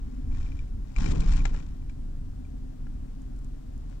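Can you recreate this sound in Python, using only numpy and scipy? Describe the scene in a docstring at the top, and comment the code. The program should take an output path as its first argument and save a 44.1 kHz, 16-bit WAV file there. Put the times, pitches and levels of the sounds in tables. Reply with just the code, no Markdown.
"""The low rumble of a car on a street, heard from inside, with cabin boom and a soft tyre rush.
The wheels cross a slightly uneven stretch, then drum over a rough patch: the body heaves, the
plastic dashboard trim chatters and scrapes, a small loose part pings, and a hard object knocks,
once loudly and three times softly. Air drones inside the tyres, and plastic ticks faintly
near the end. The right microphone is muffled and late."""
import sys
import numpy as np
from scipy import signal
from scipy.fft import rfft, irfft, next_fast_len
from scipy.io import wavfile
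from scipy.ndimage import uniform_filter1d

SR = 44100
rng = np.random.default_rng(int(sys.argv[2]) if len(sys.argv) > 2 else 0)


def unload_wav(signal):
    """Save mono or channel-first audio to the path in sys.argv[1] as 16-bit WAV at rate SR, clipped to [-1, 1]."""
    wavfile.write(
        sys.argv[1],
        SR,
        np.round(np.clip(np.atleast_2d(signal).T, -1, 1) * 32767).astype(np.int16),
    )


N = 176400
T = np.arange(N) / SR
RING_T = np.arange(SR // 5) / SR

# Tone colours of the noise layers. Each row: frequency in Hz, relative level in dB.
HISS_COLOUR = [(100, -13), (1000, 1), (3000, -2.5), (8000, -7), (11000, -11), (16000, -12)]
TICK_COLOUR = [(500, -25), (2000, -17), (5000, 1), (8000, 4), (10000, -4), (13000, -17), (16000, -28)]
SCRAPE_COLOUR = [(1000, -23), (3000, 6), (5500, 1.5), (7800, 2), (8800, -10.5), (10500, -16.5),
                 (12000, -32), (16000, -56)]
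CRACK_COLOUR = [(300, -8), (1500, -5), (2800, 2), (5000, -5.5), (7500, -3.5), (9000, -23), (12000, -38),
                (16000, -56)]
TRIM_COLOUR = [(150, -43), (400, -9.5), (750, -4), (1100, 0.5), (1600, -5), (2000, -2.5), (2400, -2),
               (3000, -5.5), (4200, -5.5), (5500, -4.5), (7200, -4.5), (8200, -11.5), (9500, -25.5),
               (12000, -56), (16000, -60)]
TYRE_COLOUR = [(100, -31.5), (350, -0.5), (500, -0.5), (700, 0.5), (1000, -9.5), (1600, -13.5),
               (2400, -21.5), (4000, -23), (7000, -23.5), (9000, -26.5), (11000, -42), (16000, -70)]
DRUMMING_COLOUR = [(30, -28), (70, -18), (105, 1), (128, -7), (155, 4.5), (200, -8), (260, -5.5),
                   (340, -12.5), (450, -14.5), (650, -23.5), (1200, -28), (3000, -84), (8000, -140)]
BOOM_COLOUR = [(40, -34), (80, -7.5), (110, -1), (135, -1.5), (175, -8.5), (215, -6), (265, -10.5),
               (310, -11), (370, -19), (500, -23.5), (700, -37.5), (1200, -44), (3000, -83), (8000, -130)]
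RUMBLE_COLOUR = [(6, -16), (12, -9.5), (19, -5.5), (26, 6), (32, -3.5), (41, 1), (58, -11.5), (75, -10),
                 (100, -22), (170, -53.5), (400, -78), (1200, -170)]

# Level rides of the running layers. Each row: time in seconds, relative level in dB.
CHATTER_RIDE = [(0, -65.5), (.14, -63), (.28, -66.5), (.35, -53.5), (.44, -53.5), (.5, -58), (.66, -62.5),
                (.76, -76), (.88, -60.5), (.95, -60), (.99, -42.5), (1.06, -39.5), (1.12, -44.5),
                (1.135, -48.5), (1.16, -43.5), (1.185, -48.5), (1.21, -46.5), (1.25, -46), (1.32, -42),
                (1.35, -47.5), (1.37, -40.5), (1.425, -51.5), (1.47, -46), (1.52, -55), (1.575, -49),
                (1.64, -57.5), (1.8, -68), (2.2, -76), (3.85, -69.5), (3.93, -61), (4, -73)]
DRONE_RIDE = [(0, -58.5), (.15, -40.5), (.35, -49), (.9, -57.5), (1.8, -55), (2.4, -49), (3.3, -51),
              (4, -54)]
DRUMMING_RIDE = [(.92, -65), (.98, -37.5), (1.04, -30.5), (1.13, -30.5), (1.23, -32), (1.3, -36),
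                 (1.42, -38.5), (1.55, -41), (1.61, -43.5), (1.9, -83)]
SHAKE_RIDE = [(0.0, -33.5), (0.09, -32.5), (0.11, -39), (0.3, -26.5), (0.72, -33.5), (0.79, -26),
              (0.81, -33), (0.96, -41), (0.98, -20), (1.07, -27.5), (1.11, -20.5), (1.15, -30), (1.19, -17),
              (1.24, -34.5), (1.27, -19), (1.4, -19.5), (1.49, -26.5), (1.54, -22.5), (1.59, -35.5),
              (2.18, -33), (2.42, -38.5), (2.67, -35), (2.77, -45.5), (2.81, -33), (3.11, -37),
              (3.13, -38.5), (3.53, -34), (3.61, -44), (3.74, -35.5), (4.0, -38.5)]

# Cues for the small hits. Each row: start in seconds, relative level in dB.
TICK_CUES = [(3.218, -55), (3.362, -58), (3.389, -54), (3.445, -50), (3.777, -53), (3.898, -57)]
PING_CUES = [(.317, -47), (.346, -50), (.411, -46), (.429, -50), (.464, -45), (.519, -44), (.568, -51),
             (.5905, -39), (.963, -28), (.985, -38), (1.061, -30), (1.222, -37), (1.335, -37),
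             (1.393, -36.5), (1.405, -38), (1.602, -50), (1.817, -54), (1.897, -45), (2.449, -51)]
KNOCK_CUES = [(1.4534, -23.5), (1.546, -36.5), (2.868, -45.5), (3.926, -54)]
# Plastic sliding on plastic. Each row: start in seconds, peak level in dB, length in seconds.
SCRAPE_CUES = [(1.042, -53, 0.097), (1.102, -41.5, 0.032), (1.198, -42.5, 0.02), (1.309, -44.5, .03),
               (1.352, -47, .03)]
# Harder hits of the trim. Each row: start in seconds, relative level in dB, T60 in seconds.
CLACK_CUES = [(.9628, -42.5, 0.077), (0.9842, -32.5, 0.014), (1.0067, -37, 0.038), (1.0202, -39, 0.015),
              (1.039, -42, 0.039), (1.058, -38, 0.071), (1.108, -37, 0.024), (1.2044, -35.5, 0.016),
              (1.2855, -40.5, 0.044), (1.335, -33, 0.024), (1.542, -43, 0.03), (1.895, -50, 0.047)]

# Ringing modes of the struck things. Each row: pitch in Hz, relative level in dB, T60 in seconds.
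LOOSE_PART_MODES = [(2360, -1, .04), (2450, -8, .025), (2250, -15, .02), (3500, -22, .03),
                    (6900, -19, .025)]
DASHBOARD_MODES = [(370, -12, 0.033), (466, -13, .035), (572, -7.5, 0.044), (673, -7, .04),
                   (800, -4.5, 0.04), (980, -14.5, 0.049), (1376, -5.5, .045), (1690, -1, 0.017),
                   (2050, -11, 0.042), (2350, -12, .03), (2910, -20.5, 0.085)]
# Resonances of the trim panels. Each row: centre in Hz, width in Hz, added level in dB.
PANEL_RESONANCES = [(710, 130, 3), (805, 85, 2.5), (1062, 88, -4), (1422, 200, -5.5), (1630, 140, -1),
                    (2427, 220, -8)]
# Muffling of the right microphone. Each row: frequency in Hz, gain against the left in dB.
RIGHT_EQ = [(20, -.1), (80, -.3), (160, -1), (280, -2.6), (400, -5), (700, -8), (1300, -13), (2400, -18.5),
            (4400, -22), (8000, -21), (15000, -15)]


def amp(db):
    """Decibels to gain."""
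    return 10 ** (np.asarray(db) / 20)


def gain(points, hz):
    """Gain of an EQ curve, drawn on a log frequency axis."""
    freqs, db = np.transpose(points)
    return amp(np.interp(np.log(hz + 1), np.log(freqs + 1), db))


def ride(points):
    """A fader move in dB, one value per sample."""
    return np.interp(T, *np.transpose(points))


def filtered(x, response):
    """Shape a sound with a frequency response."""
    size = next_fast_len(x.shape[-1] + 8192)
    hz = np.fft.rfftfreq(size, 1 / SR)
    return irfft(rfft(x, size) * response(hz), size)[..., :x.shape[-1]]


def noise(colour, size=N):
    """Coloured noise of rms 1."""
    x = filtered(rng.standard_normal(size), lambda hz: gain(colour, hz))
    return x / np.sqrt(np.mean(x ** 2) + 1e-20)


def steady(x, size):
    """Even out the chance swells of a noise, smoothing over size samples."""
    power = uniform_filter1d(uniform_filter1d(x * x, size), size)
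    return x / np.sqrt(np.abs(power) + 1e-9)


def decay(t60, attack_s=0.00031):
    """Envelope of a hit: a snap up, then a 60 dB fall in t60 seconds."""
    return np.exp(-np.log(1000) * RING_T / t60) * (1 - np.exp(-RING_T / attack_s))


def burst(colour, t60):
    """Many close modes dying together."""
    return noise(colour, size=len(RING_T)) * decay(t60)


def ring(modes, scatter_db=1.2):
    """Damped modes, balanced a little differently at each blow."""
    sound = np.zeros(len(RING_T))
    for hz, db, t60 in modes:
        strength = amp(db + scatter_db * rng.standard_normal()) * rng.choice([-1, 1])
        sound += strength * decay(t60) * np.sin(2 * np.pi * hz * RING_T)
    return sound


def place(events):
    """Lay (start in seconds, sound) pairs on the timeline."""
    track = np.zeros(N + SR)
    for start, sound in events:
        track[round(start * SR):][:len(sound)] += sound
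    return track[:N]


def microphone_hiss():
    """Each microphone adds its own faint hiss."""
    return amp(-69.5) * np.array([noise(HISS_COLOUR), noise(HISS_COLOUR)])


def right_microphone(x, delay_s=0.00049, muffle_rad=1.47, muffle_hz=497):
    """The cabin sound reaches the right microphone later and duller."""
    def response(hz):
        lag = 2 * np.pi * hz * delay_s + muffle_rad * np.arctan(hz / muffle_hz)
        return gain(RIGHT_EQ, hz) * np.exp(-1j * lag)
    return filtered(x, response)


def cabin_echo(x, wet_db=-12):
    """Direct sound plus the brief echo from glass and dashboard."""
    tail = rng.standard_normal(len(RING_T)) * decay(t60=0.05)
    wet = signal.fftconvolve(x, tail / np.linalg.norm(tail))[:N]
    return (x + amp(wet_db) * wet) / np.sqrt(1 + amp(wet_db) ** 2)


def ticks():
    """Plastic settles with tiny ticks."""
    return place((start, amp(db) * burst(TICK_COLOUR, t60=0.018)) for start, db in TICK_CUES)


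def scrapes():
    """Panels slide against each other in short, bright swipes."""
    swipes = []
    for start, db, length_s in SCRAPE_CUES:
        size = round(length_s * SR)
        swipes.append((start, amp(db) * np.hanning(size) * noise(SCRAPE_COLOUR, size)))
    return place(swipes)


def loose_part(tick_db=-12.5):
    """A small hard part jumps, ticks against the trim and rings briefly."""
    pings = []
    for start, db in PING_CUES:
        ping = ring(LOOSE_PART_MODES) + amp(tick_db) * burst(TRIM_COLOUR, t60=0.025)
        pings.append((start, amp(db) * ping))
    return place(pings)


def knocks(crack_db=-28.5, crack_growth=1.46):
    """An object hits the dashboard: a hollow ring and a crack. Softer blows are duller."""
    hardest_db = max(db for _, db in KNOCK_CUES)
    blows = []
    for start, db in KNOCK_CUES:
        hollow = amp(db) * ring(DASHBOARD_MODES)
        crack = amp(crack_db + crack_growth * (db - hardest_db)) * burst(CRACK_COLOUR, t60=0.031)
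        blows.append((start, hollow + crack))
    return place(blows)


def panel_response(hz):
    """The trim panels resonate and colour whatever rattles on them."""
    return 1 + sum(amp(db) * 1j * hz * width / (centre ** 2 - hz ** 2 + 1j * hz * width)
                   for centre, width, db in PANEL_RESONANCES)


def trim_rattle(contacts_per_s=450, spread_db=4, rub_share=0.18, split_hz=5400, body_growth=1.026):
    """Plastic panels chatter in dense random contacts over smooth rubbing, with a few harder clacks."""
    touches = rng.random(N) < contacts_per_s / SR
    contacts = touches * amp(spread_db * np.clip(rng.standard_normal(N), -2, 2))
    energy = np.abs(signal.fftconvolve(contacts ** 2, decay(t60=0.016) ** 2)[:N])
    grain = np.sqrt(energy / energy.mean() + rub_share)
    chatter = steady(grain * noise(TRIM_COLOUR), size=1000)
    # The chatter below 5.4 kHz follows the level ride, with a softer top.
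    body = filtered(chatter, lambda hz: 1 / (1 + (hz / split_hz) ** 4))
    level_db = ride(CHATTER_RIDE)
    body_db = level_db.max() + body_growth * (level_db - level_db.max())
    clacks = place((start, amp(db) * burst(TRIM_COLOUR, t60)) for start, db, t60 in CLACK_CUES)
    rattle = amp(body_db) * body + amp(level_db - 5) * (chatter - body) + clacks
    return amp(-1.5) * cabin_echo(filtered(rattle, panel_response))


def tyre_rush():
    """A soft, even bed of rolling tyres."""
    return amp(-59) * noise(TYRE_COLOUR)


def tyre_drone(centre_hz=262.6, width_hz=27.5):
    """Air rings inside the tyres: a narrow band of noise that swells and sinks."""
    cavity = filtered(rng.standard_normal(N), lambda hz: (1 + ((hz - centre_hz) / width_hz) ** 2) ** -2)
    return amp(ride(DRONE_RIDE)) * steady(cavity, size=5000)


def rough_patch(split_hz=170, bright_growth=1.13):
    """The tyres drum over broken asphalt, brightest where they hit hardest."""
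    level_db = ride(DRUMMING_RIDE)
    drumming = steady(noise(DRUMMING_COLOUR), size=2000)
    low = filtered(drumming, lambda hz: 1 / (1 + (hz / split_hz) ** 10))
    high_db = level_db.max() + bright_growth * (level_db - level_db.max())
    return amp(level_db) * low + amp(high_db) * (drumming - low)


def cabin_boom(shake_db, median_db=-45, follow_share=0.44):
    """The cabin booms, following the body's shaking with gentler swings."""
    level_db = median_db + follow_share * (shake_db - np.median(shake_db))
    return amp(level_db) * steady(noise(BOOM_COLOUR), size=5000)


def body_rumble(shake_db, lift_db=1):
    """The road shakes the car body: a deep rumble that heaves with each jolt."""
    return amp(shake_db + lift_db) * steady(noise(RUMBLE_COLOUR), size=3000)


def scene():
    """Road layers and dashboard rattles, mixed and heard through two microphones."""
    shake_db = ride(SHAKE_RIDE)
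    road = body_rumble(shake_db) + cabin_boom(shake_db) + tyre_drone() + tyre_rush() + rough_patch()
    dashboard = trim_rattle() + scrapes() + loose_part() + knocks() + ticks()
    left = road + dashboard
    return np.array([left, right_microphone(left)]) + microphone_hiss()


def record(dry):
    """A brick-wall high cut at 15.7 kHz."""
    return filtered(dry, lambda hz: hz < 15700)


dry = scene()
out = record(dry)
unload_wav(out)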